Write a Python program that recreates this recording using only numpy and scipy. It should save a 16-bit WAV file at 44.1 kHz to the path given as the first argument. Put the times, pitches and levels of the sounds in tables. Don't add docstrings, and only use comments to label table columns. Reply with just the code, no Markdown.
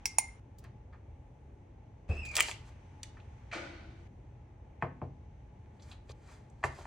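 import sys
import numpy as np
from scipy import signal
from scipy.fft import rfft, irfft, next_fast_len
from scipy.io import wavfile
from scipy.ndimage import uniform_filter1d

SR = 44100
rng = np.random.default_rng(int(sys.argv[2]) if len(sys.argv) > 2 else 0)


def bounce(signal):
    frames = np.transpose(np.atleast_2d(signal))
    limited = np.clip(frames, -1, 1)
    pcm = np.round(limited * 32767).astype(np.int16)
    wavfile.write(sys.argv[1], SR, pcm)


N = 302526

# f/Hz, ring time/s, level struck at the wall/dB, level struck near the base/dB
JAR_TONES = [(870, 0.022, -41.5, -13), (760, 0.19, -65, -50.5), (855, 0.19, -64, -56),
             (980, .2, -64, -51.5), (1620.4, 0.033, -40, -43), (2209, 0.027, -24.5, -24),
             (2174, 0.13, -40.5, -39.5), (2106.4, 0.3, -43, -41.5), (2466, 0.2013, -61.5, -56),
             (2622, 0.02, -25, -22.5), (4250, 0.016, -58, -32), (5040, 0.06, -28, -43),
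             (5060, .2, -52.5, -62), (5675, 0.04, -19, -25), (5663, 0.22, -44, -48.5),
             (5695, .16, -51.5, -61.5), (6440, .17, -53.5, -60), (9184, .14, -55.5, -46.5),
             (6780, 0.26, -56, -49), (6870, 0.016, -34, -11.5), (7586, 0.022, -38.5, -30),
             (8290, 0.013, -35.5, -22), (8889, 0.016, -41, -8.5), (8769, 0.37, -58, -46),
             (8539, .19, -60, -49), (8880, .25, -57.5, -50), (9570, 0.029, -37, -15),
             (10482, 0.044, -26.5, -32.5)]
# t/s, crack level/dB, place (0 wall to 1 base)
SPOON_HITS = [(0.0557, -30.5, 0.24), (0.1839, -30.5, 1)]
def spoon_in_jar():
    grip_db, grip_per_s = 4.5, 89.27
    out = np.zeros(N)
    hz, t60, wall_db, base_db = np.transpose(JAR_TONES)
    flutter_onset = 1 - fade(.05, .5)
    for s, crack_db, place in SPOON_HITS:
        levels = wall_db + place * (base_db - wall_db)
        for f, db, ring_s in zip(hz, levels, t60):
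            tone = rng.choice([-1, 1]) * ring([f], [db], [ring_s])
            flutter = undb(grip_db * flutter_onset * wander(grip_per_s)[:SR // 2])
            rise_ms = 0.89 + 1500 / f
            add(out, s, tone * flutter * swell(rise_ms, SR // 2))
        crack = band(noise(SR // 10), hz=8200, share=2.2) * fade(0.0548, .1)
        shimmer = band(noise(SR // 3), hz=6500, share=0.74) * fade(0.2696, 1 / 3)
        add(out, s, undb(crack_db) * crack)
        add(out, s, undb(crack_db - 14.5) * shimmer)
    return out * (np.arange(N) / SR < AIR_STEPS[1][0])


# f/Hz, relative level/dB
SLAB_TONES = [(200, -7.5), (340, -6.5), (480, -15.5), (650, 0), (830, 6), (1050, 8), (1250, 5), (1470, 3),
              (1750, -2.5), (1980, -1.5), (2210, 1), (2520, 0), (2800, -1.5), (3200, -11), (7500, -2.5),
              (14500, -17.5)]
# f/Hz, relative level/dB, ring time/s
BOOM_TONES = [(61.95, -11.5, 0.304), (87.64, -5, 0.283), (133.5, -1, 0.154)]
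# t/s, slab level/dB, contact time/ms, clack level/dB, thud f/Hz, thud level/dB,
# thud ring time/s, boom level/dB, slab's bass cutoff/Hz, dull noise level/dB
LANDINGS = [(4.823, -26, 0.257, -27.5, 143.2, -34.5, 0.129, -35.5, 180, -35.5),
            (4.844, -38, 0.49, -46.5, 139.8, -52, 0.067, -53.5, 301.5, -54.5),
            (5.0156, -41.5, 0.37, -56, 257.6, -29.5, 0.061, -32.5, 180, -42),
            (5.022, -38.5, 1, -64.5, 257.6, -46.5, 0.0567, -55.5, 180, -53.5),
            (6.096, -50.5, 0.96, -69, 459.3, -26, 0.0166, -73, 298, -65),
            (6.6382, -23.5, 0.163, -21, 73.8, -32.5, 0.213, -34.5, 538, -36.5),
            (6.6443, -34.5, 0.385, -45.5, 351.4, -44.5, .05, -53.5, 600, -60.5),
            (6.786, -41, 0.83, -71, 696, -48, 0.046, -53.5, 446, -50.5),
            (6.853, -42, 0.31, -47.5, 690, -60.5, 0.031, -55, 500, -65.5)]
def set_down_on_counter():
    out = np.zeros(N)
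    hz, tone_db = np.transpose(SLAB_TONES)
    slab_t60 = 7.04 / hz + .004
    for s, db, contact_ms, clack_db, thud_hz, thud_db, thud_t60, boom_db, low_hz, dull_db in LANDINGS:
        slab = ring(hz, db + tone_db, slab_t60)
        slab = signal.sosfilt(signal.butter(2, low_hz, "high", fs=SR, output="sos"), slab)
        rattle = undb(-27) * noise(SR // 10) * fade(.09, .1)
        rattle[0] = 1
        push = np.hanning(int(contact_ms * SR / 1000) + 3)
        add(out, s, np.convolve(signal.fftconvolve(slab, rattle), push / push.sum()))
        clack = ring([1768, 2075], [clack_db] * 2, t60=[0.0203] * 2)
        add(out, s, clack)
        dull = unit(band(noise(SR // 5), hz=376.4, share=1.003))
        add(out, s, undb(dull_db) * dull * fade(0.178, .2) * swell(9, SR // 5))
        thud = ring([.88 * thud_hz, 1.15 * thud_hz], [thud_db] * 2, [thud_t60] * 2)
        add(out, s, thud * swell(9.76, len(thud)))
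        boom = undb(boom_db) * ring(*np.transpose(BOOM_TONES))
        add(out, s + 0.00798, boom * swell(10.6, len(boom)))
    return out


# f/Hz, level/dB, ring time/s
THUMP_TONES = [(41.9, -32.5, 0.5044), (73.84, -23, 0.466), (96.3, -31, 0.1687), (128, -35.5, 0.13),
               (189.66, -37, 0.2135), (287.3, -43, 0.18), (370.9, -51, 0.13), (549, -39.5, 0.18),
               (775, -52, 0.233)]
def door_thump():
    out = np.zeros(N)
    tones = ring(*np.transpose(THUMP_TONES))
    add(out, 2.086, tones * swell(21, len(tones)))
    return out


# f/Hz, relative level/dB, ring time/s
PACKAGING_TONES = [(1250, -17, 0.02), (1947, -1, 0.0187), (2343, 2.5, 0.0126), (2792, 0.5, 0.01544),
                   (3238, 0, 0.011), (4600, -14, 0.0047), (7400, -2.5, 0.00632), (8800, -9, 0.00718)]
# t/s, level/dB, treble tilt around 2500 Hz/(dB per octave)
FOLDS = [(2.3546, -35.5, 5), (2.3674, -28, 3), (2.3718, -36.5, 0.5), (2.378, -37, 2.5),
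         (2.3829, -26.5, -0.5), (2.3900, -24.5, -8), (2.3934, -32.5, -1.5), (2.3991, -28, 7.5),
         (2.4052, -16, 1), (2.411, -34.5, 7.5), (2.4259, -48, 4), (2.5130, -33, 1)]
def packaging_cracks():
    out = np.zeros(N)
    hz, tone_db, t60 = np.transpose(PACKAGING_TONES)
    for s, db, tilt_db in FOLDS:
        bent_hz = hz * (1 + .03 * noise(len(hz)))
        add(out, s, ring(bent_hz, db + tone_db + tilt_db * np.log2(bent_hz / 2500), t60))
    return out


# t/s, relative level/dB, bass change below 450 Hz/dB
CUPBOARD_BLOWS = [(3.519, -40, -7.5), (3.545, -45, 11)]
# f/Hz, relative level/dB
WOOD_COLOUR = [(100, -32), (210, -6.5), (250, -23), (290, -10), (340, 1), (420, -16), (560, 5), (750, -5),
               (1100, -7.5), (1450, 0), (1800, -4.5), (2300, -3.5), (3200, -13), (6500, -21.5),
               (10000, -31), (16000, -83)]
def cupboard_bang():
    out = np.zeros(N)
    size = SR // 5
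    hz = np.fft.rfftfreq(size, 1 / SR)
    for s, db, bass_db in CUPBOARD_BLOWS:
        colour = undb(along(WOOD_COLOUR, hz) + bass_db * (hz < 450))
        wood = unit(irfft(rfft(noise(size)) * colour))
        add(out, s, undb(db) * wood * fade(0.198, .2) * swell(22.44, size))
    return out


# t/s, level/dB, centre f/Hz, width as a share of the centre, rise time/ms
SMALL_TOUCHES = [(0.584, -54.5, 7750, 2, 1.4), (0.640, -58, 3480, 3.8, 0.51),
                 (0.925, -56, 1070, 0.856, 5.13), (2.093, -42.5, 291, 1.035, 11.3),
                 (2.167, -59.5, 6940, 1.12, 0.44), (2.249, -47, 3530, 2.19, 3.17),
                 (2.288, -50.5, 5870, 0.55, 0.59), (2.315, -52, 6367, 0.83, 0.61),
                 (2.340, -41.5, 2302, 0.51, 1.1), (2.354, -29.5, 6514, 1.6, .5),
                 (2.3667, -20.5, 6800, 1.0, 0.1002), (2.375, -29, 8570, 1.2, .5),
                 (2.4055, -20, 4500, 3.3, 0.11), (2.425, -29, 7021, 1.1, 0.2), (2.485, -35, 1296, 1.85, .3),
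                 (2.487, -43.5, 419.6, 0.95, 0.78), (2.494, -40.5, 1110, 0.79, .5),
                 (2.515, -47.5, 709.3, 1.25, 0.59), (3.032, -34.5, 5198, 0.953, 0.224),
                 (3.035, -48.5, 2300, 0.47, 0.82), (3.168, -54, 1493, 0.58, 2.95),
                 (3.201, -60, 2858, 0.43, 0.82), (3.512, -42, 2000, 0.623, 5.3),
                 (4.812, -57, 2093, .4, 3.37), (5.660, -67, 1646, 0.64, 0.268),
                 (5.796, -62.5, 2950, 0.65, 1.7), (5.821, -57.5, 5030, 0.73, 2.13),
                 (5.913, -50.5, 3163, 0.495, 2.6), (6.093, -52, 3170, 0.85, 1.87),
                 (6.118, -56, 3540, 1.2, 0.226), (6.5, -65.5, 7400, 0.4, 0.44),
                 (6.629, -41, 1149, 0.826, 2.84)]
def ticks():
    out = np.zeros(N)
    for s, db, hz, share, rise_ms in SMALL_TOUCHES:
        burst = unit(band(noise(SR // 4), hz, share))
        t60 = 0.011 + 0.0343 * rise_ms
        add(out, s, undb(db) * burst * fade(t60, .25) * swell(rise_ms, SR // 4))
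        snap = band(signal.unit_impulse(SR // 50), hz, share)
        snap_db = db + 11.5 - 7 * rise_ms
        add(out, s, undb(snap_db) * snap / np.abs(snap).max())
    return out


# t/s, f/Hz, level/dB
SQUEAK_PATH = [(2.086, 2546, -60.5), (2.119, 2570, -53.5), (2.146, 2573, -64), (2.178, 2692, -52.5),
               (2.209, 2620, -61), (2.228, 2520, -54), (2.249, 2448, -52), (2.285, 2423, -52),
               (2.317, 2380, -57), (2.351, 2318, -58.5)]
def hinge_squeak():
    waver_share, flutter_db = .025, 5.5
    s, hz, db = np.transpose(SQUEAK_PATH)
    t = np.arange(N) / SR
    pitch = np.interp(t, s, hz) * (1 + waver_share * wander(500))
    phase = 2 * np.pi * np.cumsum(pitch) / SR
    tone = np.sin(phase) + undb(-21) * np.sin(2 * phase) + undb(-24.5) * np.sin(3 * phase)
    loudness = undb(np.interp(t, s, db) + flutter_db * wander(200))
    return tone * loudness * ((t > s[0]) & (t < s[-1]))


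# peak t/s, relative level/dB, bright part against dull/dB, rise time/s, fall time/s
HANDLINGS = [(0.649, -54.5, -29, 0.0265, 0.0305), (2.092, -52, -14, 0.0056, 0.21),
             (2.392, -35.5, -2.5, 0.0578, 0.05), (2.491, -56.5, 15, 0.069, 0.045),
             (2.688, -62, -8.5, 0.216, 0.064), (5.922, -58, -6, 0.155, 0.0494),
             (6.114, -58.5, -4, 0.0363, 0.0041), (6.32, -62, -4.5, 0.21, 0.15),
             (6.64, -51, 6, 0.00434, 0.041), (6.799, -54.5, -6.5, 0.175, 0.167)]
def rustle():
    range_db = 21
    grains = noise((2, N)) * undb(2.2 * rng.exponential(size=(2, N)))
    dull = unit(band(grains[0], hz=1005, share=1.702) * undb(2 * wander(60)))
    bright = unit(band(grains[1], hz=6000, share=1) * undb(2 * wander(60)))
    t = np.arange(N) / SR
    out = np.zeros(N)
    for s, db, bright_db, rise, fall in HANDLINGS:
        from_peak = np.maximum((s - t) / rise, (t - s) / fall)
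        out += undb(db - range_db * from_peak) * (dull + undb(bright_db) * bright)
    return out


def first_echoes(near):
    size = SR // 20
    _, spectra = stereo_noise(size)
    echoes = irfft(spectra, size) * fade(t60=.02, seconds=.05)
    echoes /= np.sqrt(np.sum(echoes ** 2) / 2)
    return undb(-6.5) * signal.fftconvolve(near[None], echoes)[:, :N]


# f/Hz, ring time before multiplying by stretch/s
WALL_RING = [(125, 0.76), (250, 0.69), (500, 0.33), (1000, 0.4), (2000, 0.3765), (4000, 0.43), (8000, 0.25),
             (14000, 0.023)]
def room_echo(sound, stretch):
    hz, spectra = stereo_noise(SR)
    centres, t60 = np.transpose(WALL_RING)
    tail = sum(irfft(spectra * weight) * fade(ring_s * stretch, 1)
               for weight, ring_s in zip(band_weights(hz, centres), t60))
    tail = tail * swell(0.94, SR) / np.sqrt(np.sum(tail ** 2) / 2)
    edges = [int(s * SR) for s, *_ in AIR_STEPS] + [N]
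    return np.hstack([signal.fftconvolve(sound[None, start:end], tail)[:, :end - start]
                      for start, end in zip(edges, edges[1:])])


# f/Hz, relative level/dB
AIR_COLOUR = [(20, -30.5), (48, 0), (65, 1.5), (120, -1), (160, -13), (310, -17.5), (600, -24),
              (1000, -28.5), (1300, -35.5), (2200, -35), (3300, -44.5), (5000, -54), (9500, -57),
              (11000, -70.5)]
# f/Hz, width/Hz, boost/dB
AIR_PEAKS = [(848.7, 66, 11.5), (6150, 1300, 9)]
# t/s, level change/dB, extra hiss above 1000 Hz/dB
AIR_STEPS = [(0, -1.2, 5), (0.399, -1.04, -1.55), (2.081, -0.5, 4.5), (4.077, -0.8834, -0.71),
             (6.122, -2, 0.5)]
def ventilation():
    level_db, waver_db = -51, 0.93
    size = next_fast_len(N)
    hz, spectra = stereo_noise(size)
    colour = undb(along(AIR_COLOUR, hz) + sum(bump(hz, *peak) for peak in AIR_PEAKS))
    centres = 40 * 2. ** np.arange(9)
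    s, step_db, hiss_db = np.transpose(AIR_STEPS)
    step = np.searchsorted(s, np.arange(N) / SR, "right") - 1
    air = np.zeros((2, N))
    for f, weight in zip(centres, band_weights(hz, centres)):
        octave = irfft(spectra * colour * weight, size)[:, :N]
        air += octave * undb(waver_db * wander(4.9) + hiss_db[step] * (f > 1000))
    return unit(air) * undb(level_db + step_db[step])


# f/Hz, likeness (0 to 1)
STEREO_LIKENESS = [(60, 1), (130, 0.99), (290, 0.9), (640, 0.4), (1400, 0.2), (3100, 0.4), (6800, 0.05),
                   (15000, 0.9)]
def stereo_noise(size):
    hz = np.fft.rfftfreq(size, 1 / SR)
    alike = along(STEREO_LIKENESS, hz)
    mid, side = rfft(noise((2, size)))
    return hz, mid * np.sqrt(1 + alike) + side * np.sqrt(1 - alike) * np.array([[1], [-1]])


def noise(size):
    return rng.standard_normal(size)


def undb(db):
    return 10 ** (np.asarray(db) / 20)


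def unit(x):
    return x / np.sqrt(np.mean(x ** 2))


def add(out, s, sound):
    i = min(int(s * SR), len(out))
    out[i:i + len(sound)] += sound[:len(out) - i]


def swell(ms, size):
    return np.sin(np.pi / 2 * np.clip(np.arange(size) / (ms * SR / 1000), 0, 1)) ** 2


def fade(t60, seconds):
    return np.exp(-np.log(1000) * np.arange(int(seconds * SR)) / SR / t60)


def ring(hz, db, t60):
    t = np.arange(SR // 2) / SR
    return sum((-1) ** k * undb(level) * np.sin(2 * np.pi * f * t) * fade(ring_s, .5)
               for k, (f, level, ring_s) in enumerate(zip(hz, db, t60)))


def wander(per_s):
    hold = int(SR / per_s)
    return 1.2 * uniform_filter1d(np.repeat(noise(N // hold + 1), hold), hold)[:N]


def band(x, hz, share):
    edge = np.sqrt(1 + share ** 2 / 4) + share / 2
    limits = [hz / edge, min(hz * edge, .45 * SR)]
    return signal.sosfilt(signal.butter(2, limits, "band", fs=SR, output="sos"), x)


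def along(table, hz):
    f, value = np.transpose(table)
    return np.interp(np.log(hz + 1), np.log(f), value)


def band_weights(hz, centres):
    return [along(list(zip(centres, row)), hz) for row in np.eye(len(centres))]


def bump(hz, centre_hz, width_hz, db):
    return db / (1 + (2 * (hz - centre_hz) / width_hz) ** 2)


def scene():
    jar = spoon_in_jar()
    crackle = ticks() + packaging_cracks()
    counter = set_down_on_counter()
    door, hinge, hands, cupboard = door_thump(), hinge_squeak(), rustle(), cupboard_bang()
    direct = jar + crackle + counter + hinge + undb(-1) * hands + undb(8) * cupboard
    to_walls = (undb(-16) * jar + undb(-11.5) * crackle + undb(-12.5) * (counter + door)
                + undb(4) * hinge + undb(-9.5) * hands)
    echoes = first_echoes(direct) + room_echo(to_walls, stretch=0.913)
    far_echo = room_echo(undb(6) * cupboard, stretch=2.604)
    return direct + door + echoes + far_echo + ventilation()


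# f/Hz, left minus right level/dB
LEFT_LEVEL = [(60, 0.08), (130, 0.41), (300, 2.5), (600, 3.5), (1100, -0.12), (10000, 0)]
# f/Hz, phase/radians
LEFT_PHASE = [(3000, 0), (5500, -.4), (7500, -1.3), (10000, -2.9), (13500, -3.3), (16000, -3.9)]
def record(dry):
    top_hz = 16300
    size = next_fast_len(N + 1000)
    hz = np.fft.rfftfreq(size, 1 / SR)
    lift = undb(bump(hz, centre_hz=15300, width_hz=1300, db=9.9))
    left = undb(along(LEFT_LEVEL, hz)) * np.exp(1j * along(LEFT_PHASE, hz))
    right = np.ones_like(left)
    heard = irfft(rfft(dry, size) * lift * np.array([left, right]), size)[:, :N]
    return signal.sosfilt(signal.ellip(10, .2, 80, top_hz, fs=SR, output="sos"), heard)


dry = scene()
out = record(dry)
bounce(out)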